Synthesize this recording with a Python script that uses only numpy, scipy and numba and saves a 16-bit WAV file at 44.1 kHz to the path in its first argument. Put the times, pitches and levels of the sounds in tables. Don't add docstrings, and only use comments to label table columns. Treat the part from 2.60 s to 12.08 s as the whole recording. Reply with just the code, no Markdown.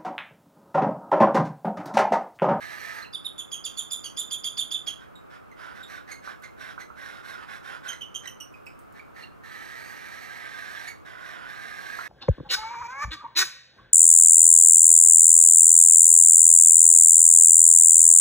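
import sys
import numpy as np
from scipy import signal
from scipy.fft import rfft, irfft, next_fast_len
from scipy.io import wavfile
from numba import njit

SR = 44100
rng = np.random.default_rng(int(sys.argv[2]) if len(sys.argv) > 2 else 0)


def to_wav(s):
    ch = np.atleast_2d(s).T
    pcm = np.round(np.clip(ch, -1, 1) * 32767)
    wavfile.write(sys.argv[1], SR, pcm.astype(np.int16))


N = 418068
TIME = np.arange(N) / SR

# frequency in Hz, relative density in dB.
HUM_MID = [(20, -19.5), (65, -6.5), (130, -8), (500, -9), (950, -8), (1260, -1.5), (1550, -7.5),
           (1900, -17), (2500, -18.5), (3600, -28.5), (6000, -34), (11000, -36), (15500, -33.5)]
# frequency in Hz, relative density in dB.
HUM_SIDE = [(20, -17), (65, -1.5), (150, -1.5), (400, -3), (600, -6.5), (950, -11.5), (1260, -8.5),
            (1700, -18), (2500, -26), (4000, -40), (8000, -45), (15500, -39.5)]
HUM_MID_DB, HUM_SIDE_DB = -55.5, -49
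# frequency in Hz, lag in radians.
PORT_PHASE = [(800, 2.2), (1500, 1.77), (2600, 1.07), (14000, 1.24)]
SHUFFLE_S = 0.25
TOP_HZ = 15600

# start in seconds, level at the onset in dB.
TICKS = [(2.916, -67), (3.80, -61), (3.823, -52), (5.803, -49), (5.925, -61), (6.06, -52), (6.191, -54),
         (6.325, -57)]
# start in seconds, peak level in dB, final pitch in Hz.
PLOPS = [(3.675, -32.5, 1580), (4.178, -33, 1536), (4.302, -38.5, 1440), (9.388, -30, 1470)]

# start in seconds, length in seconds, opening level in dB.
HUFF = (2.268, 0.033, -47)
# frequency in Hz, relative level in dB.
BEAK_HISS = [(1500, 2), (2800, 4), (3300, 2.5), (4100, 7), (4900, -3), (5700, 3), (6900, 1), (7900, -14),
             (9800, -23), (11700, -8), (13000, -11), (15500, -31.5)]
# start in seconds, length in seconds, mean pitch in Hz, level in dB.
WHISTLES = [(0.19, 0.2, 1778, -42.5), (6.85, 0.2, 1776, -47.5)]

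# start in seconds, length in seconds, top pitch in Hz, level in dB,
# overtone level in dB before the beak colours it.
PEEPS = [(0.422, 0.017, 4190, -47, -14), (0.441, 0.017, 2760, -49, -22), (2.554, .012, 3850, -55, -5),
         (2.914, 0.012, 2130, -53, -18), (3.512, 0.021, 2165, -45, -5), (3.833, 0.023, 2130, -51.5, -11),
         (4.202, 0.024, 2082, -48.5, -9), (5.281, .028, 3155, -41, -1.5), (5.331, 0.0085, 2012, -39, -10),
         (5.409, .024, 3082, -38.5, -15.5), (5.544, .026, 3180, -38.3, -3.5),
         (5.655, 0.0087, 1990, -41.5, -12), (5.673, 0.011, 3010, -43, -1.5), (5.802, .015, 2960, -44, -1),
         (5.939, 0.0089, 2520, -49.5, -20), (6.065, 0.011, 2580, -45.5, -12), (6.393, .011, 2310, -48, -23),
         (6.621, .018, 4250, -52.5, -15), (6.634, 0.012, 2820, -50, -25), (8.158, .017, 3390, -52, -19),
         (8.275, 0.021, 2255, -41, -8)]
# pitch in Hz, share by which the pitch trembles.
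HOARSENESS = [(2100, 0.046), (2600, 0.03), (3200, 0.019)]
# frequency in Hz, gain in dB.
OVERTONE_COLOUR = [(4200, -0.5), (6200, 0.5), (7600, -5.5), (9200, -10.5), (12000, -12), (15000, -33)]

# start in seconds, length in seconds, top pitch in Hz, level in dB,
# opening squeak in dB against the chirp.
CHIRPS = [(0.533, .033, 3610, -37.5, -9), (0.646, 0.031, 3747, -37, -26), (0.78, 0.0311, 3503, -38, -34),
          (0.917, 0.036, 3370, -38.5, -14), (1.045, 0.027, 3537, -37, -3), (1.173, 0.036, 3540, -36, -10.5),
          (1.31, .038, 3560, -35, -9), (1.443, 0.027, 3313, -39.5, -3), (1.571, .048, 3564, -32, -12.5),
          (1.71, 0.041, 3524, -34, -10), (1.842, 0.04, 3507, -32, -7), (1.975, 0.045, 3569, -30.5, -8),
          (2.113, 0.047, 3570, -30.5, -13), (2.269, 0.03, 3328, -34.5, -13), (3.23, .016, 3800, -45.5, -30)]
BRIGHTEST_S, BRIGHTEST_DB, DULLING_DB_PER_S, DULLEST_DB = 1.27, -4, 11, -15
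SECOND_EARLY_DB, SECOND_DB, UNDER_WAY_S = -13, 3, 0.72
HIGHEST_PARTIAL_HZ = 14700

# time in seconds, relative level in dB, throat resonance in Hz.
RASPS = [
    [(0, -45, 1640), (.13, -47.5, 1700), (.28, -45.3, 1710), (.39, -47, 1690), (.45, -56.5, 1760)],
    [(6.83, -55, 1750), (6.92, -50.5, 1696), (7.65, -49, 1690), (8.05, -47, 1580), (8.31, -46, 1720)],
    [(8.447, -49.5, 1550), (8.56, -53.5, 1410), (8.68, -47, 1600), (8.82, -49.5, 1340), (8.9, -49, 1570),
     (9.2, -46.5, 1607), (9.48, -46, 1660)],
]
# start in seconds, length in seconds before the edges are added,
# relative level in dB, throat resonance in Hz at its highest.
GASPS = [(2.392, 0.062, -58, 1450), (2.702, .076, -54, 1460), (2.972, .16, -49.5, 1400),
         (3.135, .1, -52.5, 1500), (3.276, .12, -49, 1620), (3.477, 0.064, -49.5, 1640),
         (3.632, .1, -48.5, 1580), (3.825, .035, -51, 1520), (3.982, .15, -47.5, 1555),
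         (4.191, 0.034, -49.5, 1670), (4.367, 0.25, -49, 1550), (4.635, 0.14, -47, 1537),
         (4.77, .085, -49, 1330), (4.877, .11, -47.3, 1540), (5.033, .15, -46.3, 1460),
         (5.237, .11, -45, 1505), (5.63, .04, -51.5, 1550), (6.344, .055, -58, 1780),
         (6.554, 0.088, -52.5, 1830)]
# multiple of the throat resonance,
# width in Hz of one filter pass, relative level in dB.
THROAT = [(1, 230, 0.5), (1.02, 630, 1), (1.27, 150, -12), (.76, 333, -1), (.55, 710, -6)]
# frequency in Hz at mid gape, width in Hz of one filter pass,
# relative level in dB at mid gape, degree from 0 to 1 to which it follows the gape.
BEAK = [(4000, 1100, 1.5, 1), (5650, 1250, -2, 0.65), (8020, 3000, -8.5, 0.6), (10970, 4200, -9.5, 0.8),
        (13700, 1300, -35, .2)]
HELD_THROAT_HZ, GASP_THROAT_HZ = 1642, 1558
GAPE_POWER, WIDEST_GAPE = 1.43, 1.047
TREBLE_DB, TREBLE_DB_PER_OCTAVE = -13, 7
TILT_DB = 10
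EDGE_S = 0.012


def undb(db):
    return 10 ** (np.asarray(db) / 20)


def unit(x):
    return x / np.sqrt(np.mean(x ** 2))


def add(track, start_s, sound):
    i = int(start_s * SR)
    track[i:i + len(sound)] += sound[:N - i]


def over_hz(points, size):
    hz, value = np.transpose(points)
    bins_hz = np.arange(size // 2 + 1) * SR / size
    return np.interp(np.log(bins_hz + 1), np.log(hz), value)


def colour(x, points):
    spectrum = rfft(x) * undb(over_hz(points, len(x)))
    return unit(irfft(spectrum, len(x)))


def wobble(rate, size):
    at = np.arange(size) * rate / SR
    return np.interp(at, np.arange(size), rng.standard_normal(size))


@njit
def resonate(x, hz, width):
    y, band, low = np.empty(len(x)), 0., 0.
    for i in range(len(x)):
        g, damping = np.tan(np.pi * hz[i] / SR), width / hz[i]
        v = (band + g * (x[i] - low)) / (1 + g * (g + damping))
        band, low, y[i] = 2 * v - band, low + 2 * g * v, damping * v
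    return y


def cavity(air, hz, width):
    once = resonate(air, hz, float(width))
    return resonate(once, hz, float(width))


def hum(right_db=1, lean=0.067):
    mid = undb(HUM_MID_DB) * colour(rng.standard_normal(N), HUM_MID)
    side = undb(HUM_SIDE_DB) * colour(rng.standard_normal(N), HUM_SIDE)
    left = (1 - lean) * mid + side
    right = (1 + lean) * mid - undb(right_db) * side
    return np.array([left, right]) * undb(0.13 * wobble(2.44, size=N))


def echoes(x, fade):
    out, hop = np.zeros(N), int(SHUFFLE_S * SR)
    for centre in range(0, N + hop, hop):
        i = np.arange(max(centre - hop, 0), min(centre + hop, N))
        pattern = rng.standard_normal(len(fade)) * fade
        pattern = pattern / np.linalg.norm(pattern)
        blend = np.cos(np.pi / 2 * (i - centre) / hop)
        add(out, i[0] / SR, signal.fftconvolve(x[i] * blend, pattern))
    return out


def room(x, wet_db=0.5, t60=0.32, early_db=3, early_t60=0.17, right_db=7.0, apart_db=-5, apart_hz=4000):
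    t = TIME[:SR // 3]
    fade = undb(-60 * t / t60) + undb(early_db - 60 * t / early_t60)
    fade = fade * (t > 0.002)
    shared = undb(wet_db) * echoes(x, fade)
    apart = undb(wet_db) * echoes(x, fade)
    high_pass = signal.butter(1, apart_hz, "high", fs=SR, output="sos")
    apart = undb(apart_db) * signal.sosfilt(high_pass, apart)
    size = next_fast_len(N)
    lag = np.exp(-1j * over_hz(PORT_PHASE, size))
    right = irfft(rfft(x + shared, size) * lag, size)[:N]
    return np.array([x + shared + apart, undb(right_db) * right])


def feeding(plop_s=0.0017, glide_s=0.00098, tick_s=0.0011):
    out, t = np.zeros(N), TIME[:SR // 25]
    for s, db, final_hz in PLOPS:
        hz = final_hz * (1 - 0.8 * np.exp(-t / glide_s))
        phase = 2 * np.pi * np.cumsum(hz) / SR
        swell = t / plop_s * np.exp(1 - t / plop_s)
        add(out, s, undb(db) * np.sin(phase) * swell)
    for s, db in TICKS:
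        crack = colour(rng.standard_normal(len(t)), [(600, -37), (2200, -21), (7000, 2.0), (15000, 3.5)])
        add(out, s, undb(db) * crack * np.exp(-t / tick_s))
    return out


def huff(release_db=-8):
    out, (s, length, db) = np.zeros(N), HUFF
    hiss = colour(rng.standard_normal(int(length * SR)), BEAK_HISS)
    add(out, s, hiss * undb(db + np.linspace(0, release_db, len(hiss))))
    return out


def whistles(waver=0.008, flutter_db=2):
    out = np.zeros(N)
    for s, length, mean_hz, db in WHISTLES:
        size = int(length * SR)
        hz = mean_hz * (1 + waver * wobble(397, size=size))
        phase = 2 * np.pi * np.cumsum(hz) / SR
        swell = np.sqrt(np.hanning(size)) * undb(db + flutter_db * wobble(149, size=size))
        add(out, s, np.sqrt(2) * swell * np.sin(phase))
    return out


def note(length, top_hz, harmonics_db, jitter, rise, fall, crest, fray, bloom=0.047, mute_db=-9):
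    u = np.linspace(0, 1, int(length * SR))
    closing = np.clip((u - crest) / (1 - crest), 0, 1)
    sag = np.where(u < crest, rise * (1 - u / crest) ** 2, fall * closing ** 2)
    tremble = (jitter + fray * closing ** 2) * wobble(1386, size=len(u))
    hz = top_hz * (1 - sag) * (1 + tremble)
    phase = 2 * np.pi * np.cumsum(hz) / SR
    swell = np.interp(u, [0, .07, .35, .56, .8, 1], [0.27, 0.43, 0.74, 0.91, .7, 0.021])
    swell = swell * undb(2.6 * wobble(306, size=len(u)))
    bright = swell ** bloom * undb(mute_db * closing ** 2)
    voice = np.zeros(len(u))
    for k, db in enumerate(harmonics_db, 1):
        if k * top_hz < HIGHEST_PARTIAL_HZ:
            voice += undb(db) * bright ** (k - 1) * np.sin(k * phase)
    return np.sqrt(2) * swell * voice


def peeps(air_db=-17):
    out = np.zeros(N)
    for s, length, hz, db, overtones_db in PEEPS:
        overtones = overtones_db + np.interp(hz * np.arange(2, 7), *np.transpose(OVERTONE_COLOUR))
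        jitter = np.interp(hz, *np.transpose(HOARSENESS))
        voice = note(length, hz, [0, *overtones], jitter, rise=0.049, fall=0.085, crest=0.29, fray=0)
        air = colour(rng.standard_normal(len(voice)), [(1500, 5), (3500, -9.0), (8000, -7), (15000, -11.5)])
        puff = undb(air_db) * air * np.linspace(1, 0, len(air)) ** 2
        add(out, s, undb(db) * (voice + puff))
    return out


def squeak(from_hz, to_hz, settle_s=0.0048, ring_s=0.0038):
    t = TIME[:SR // 30]
    hz = to_hz + (from_hz - to_hz) * np.exp(-t / settle_s)
    hz = hz * (1 + 0.037 * wobble(2530, size=len(t)))
    swell = t / ring_s * np.exp(1 - t / ring_s)
    return np.sin(2 * np.pi * np.cumsum(hz) / SR) * swell


def chirps(fourth_db=-13, air_db=-21, full_s=0.0423, least_s=0.026):
    out = np.zeros(N)
    for s, length, hz, db, squeak_db in CHIRPS:
        vary, squeak_pitch = 1 + np.array([.15, .03]) * rng.standard_normal(2)
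        arch = np.clip((length - least_s) / (full_s - least_s), .15, 1)
        third_db = max(BRIGHTEST_DB - DULLING_DB_PER_S * abs(s - BRIGHTEST_S), DULLEST_DB)
        second_db = third_db + (SECOND_DB if s > UNDER_WAY_S else SECOND_EARLY_DB)
        harmonics_db = [0, second_db, third_db, (second_db + third_db) / 2 + fourth_db]
        rise, fall = 0.084 * arch * vary, (.19 - .07 * arch) * vary
        voice = note(length, hz, harmonics_db, 0.011, rise, fall, crest=0.25 + 0.22 * arch, fray=0.064)
        add(out, s, undb(db) * voice)
        puff = rng.standard_normal(int(0.024 * SR))
        air = colour(puff, [(1500, 3.0), (4500, 5), (7000, -10), (15000, -18)])
        add(out, s - .004, undb(db + air_db) * air * np.hanning(len(air)))
        opening = squeak(from_hz=5150 * squeak_pitch, to_hz=4600 * squeak_pitch)
        add(out, s - .006, undb(db + squeak_db) * opening)
    return out


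def rasp(s, db, throat_hz, mid_throat_hz, edge_s, flutter_db=2.0):
    t = np.arange(s[0], s[-1], 1 / SR)
    size = len(t)
    db, throat_hz = np.interp(t, s, db), np.interp(t, s, throat_hz)
    gape = np.minimum((throat_hz / mid_throat_hz) ** GAPE_POWER, WIDEST_GAPE)
    treble_db = TREBLE_DB + TREBLE_DB_PER_OCTAVE * np.log2(gape)
    spurts = undb(flutter_db * wobble(450, size=size) + 0.29 * wobble(49.5, size=size))
    air, hiss = spurts * rng.standard_normal((2, size))
    throat_hz = throat_hz * (1 + 0.013 * wobble(43.3, size=size))
    gape = gape * (1 + 0.031 * wobble(20.23, size=size))
    throat, beak = np.zeros(size), np.zeros(size)
    for multiple, width, mode_db in THROAT:
        throat += undb(mode_db) * cavity(air, multiple * throat_hz, width)
    tilt_db = TILT_DB * np.log2(gape)
    for hz, width, mode_db, follow in BEAK:
        octaves_up = np.log2(hz / BEAK[0][0])
        beak += undb(mode_db + tilt_db * octaves_up) * cavity(hiss, hz * gape ** follow, width)
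    edges = np.clip(np.minimum(t - t[0], t[-1] - t) / edge_s, 0, 1)
    return edges * undb(db) * (unit(throat) + undb(treble_db) * unit(beak))


def begging(long_db=0.2, short_db=0, start_db=-5, end_db=-7, shut=0.11, ease_s=0.016):
    out = np.zeros(N)
    for rows in RASPS:
        add(out, rows[0][0], undb(long_db) * rasp(*np.transpose(rows), HELD_THROAT_HZ, edge_s=EDGE_S))
    sag = 1 - shut * np.array([0.31, 0, 0.43, 0.98])
    for s, length, db, throat_hz in GASPS:
        times = s + length * np.array([0, .3, .7, 1]) + ease_s * np.array([-1, 0, 0, 1])
        swell_db = db + short_db + np.array([start_db, 0, 0, end_db])
        add(out, times[0], rasp(times, swell_db, throat_hz * sag, GASP_THROAT_HZ, edge_s=2 * ease_s))
    return out


def scene():
    dry_sounds = chirps() + huff() + peeps() + begging() + whistles() + feeding()
    return room(dry_sounds) + hum()


def record(dry):
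    return signal.sosfilt(signal.ellip(10, .2, 70, TOP_HZ, fs=SR, output="sos"), dry)


dry = scene()
out = record(dry)
to_wav(out)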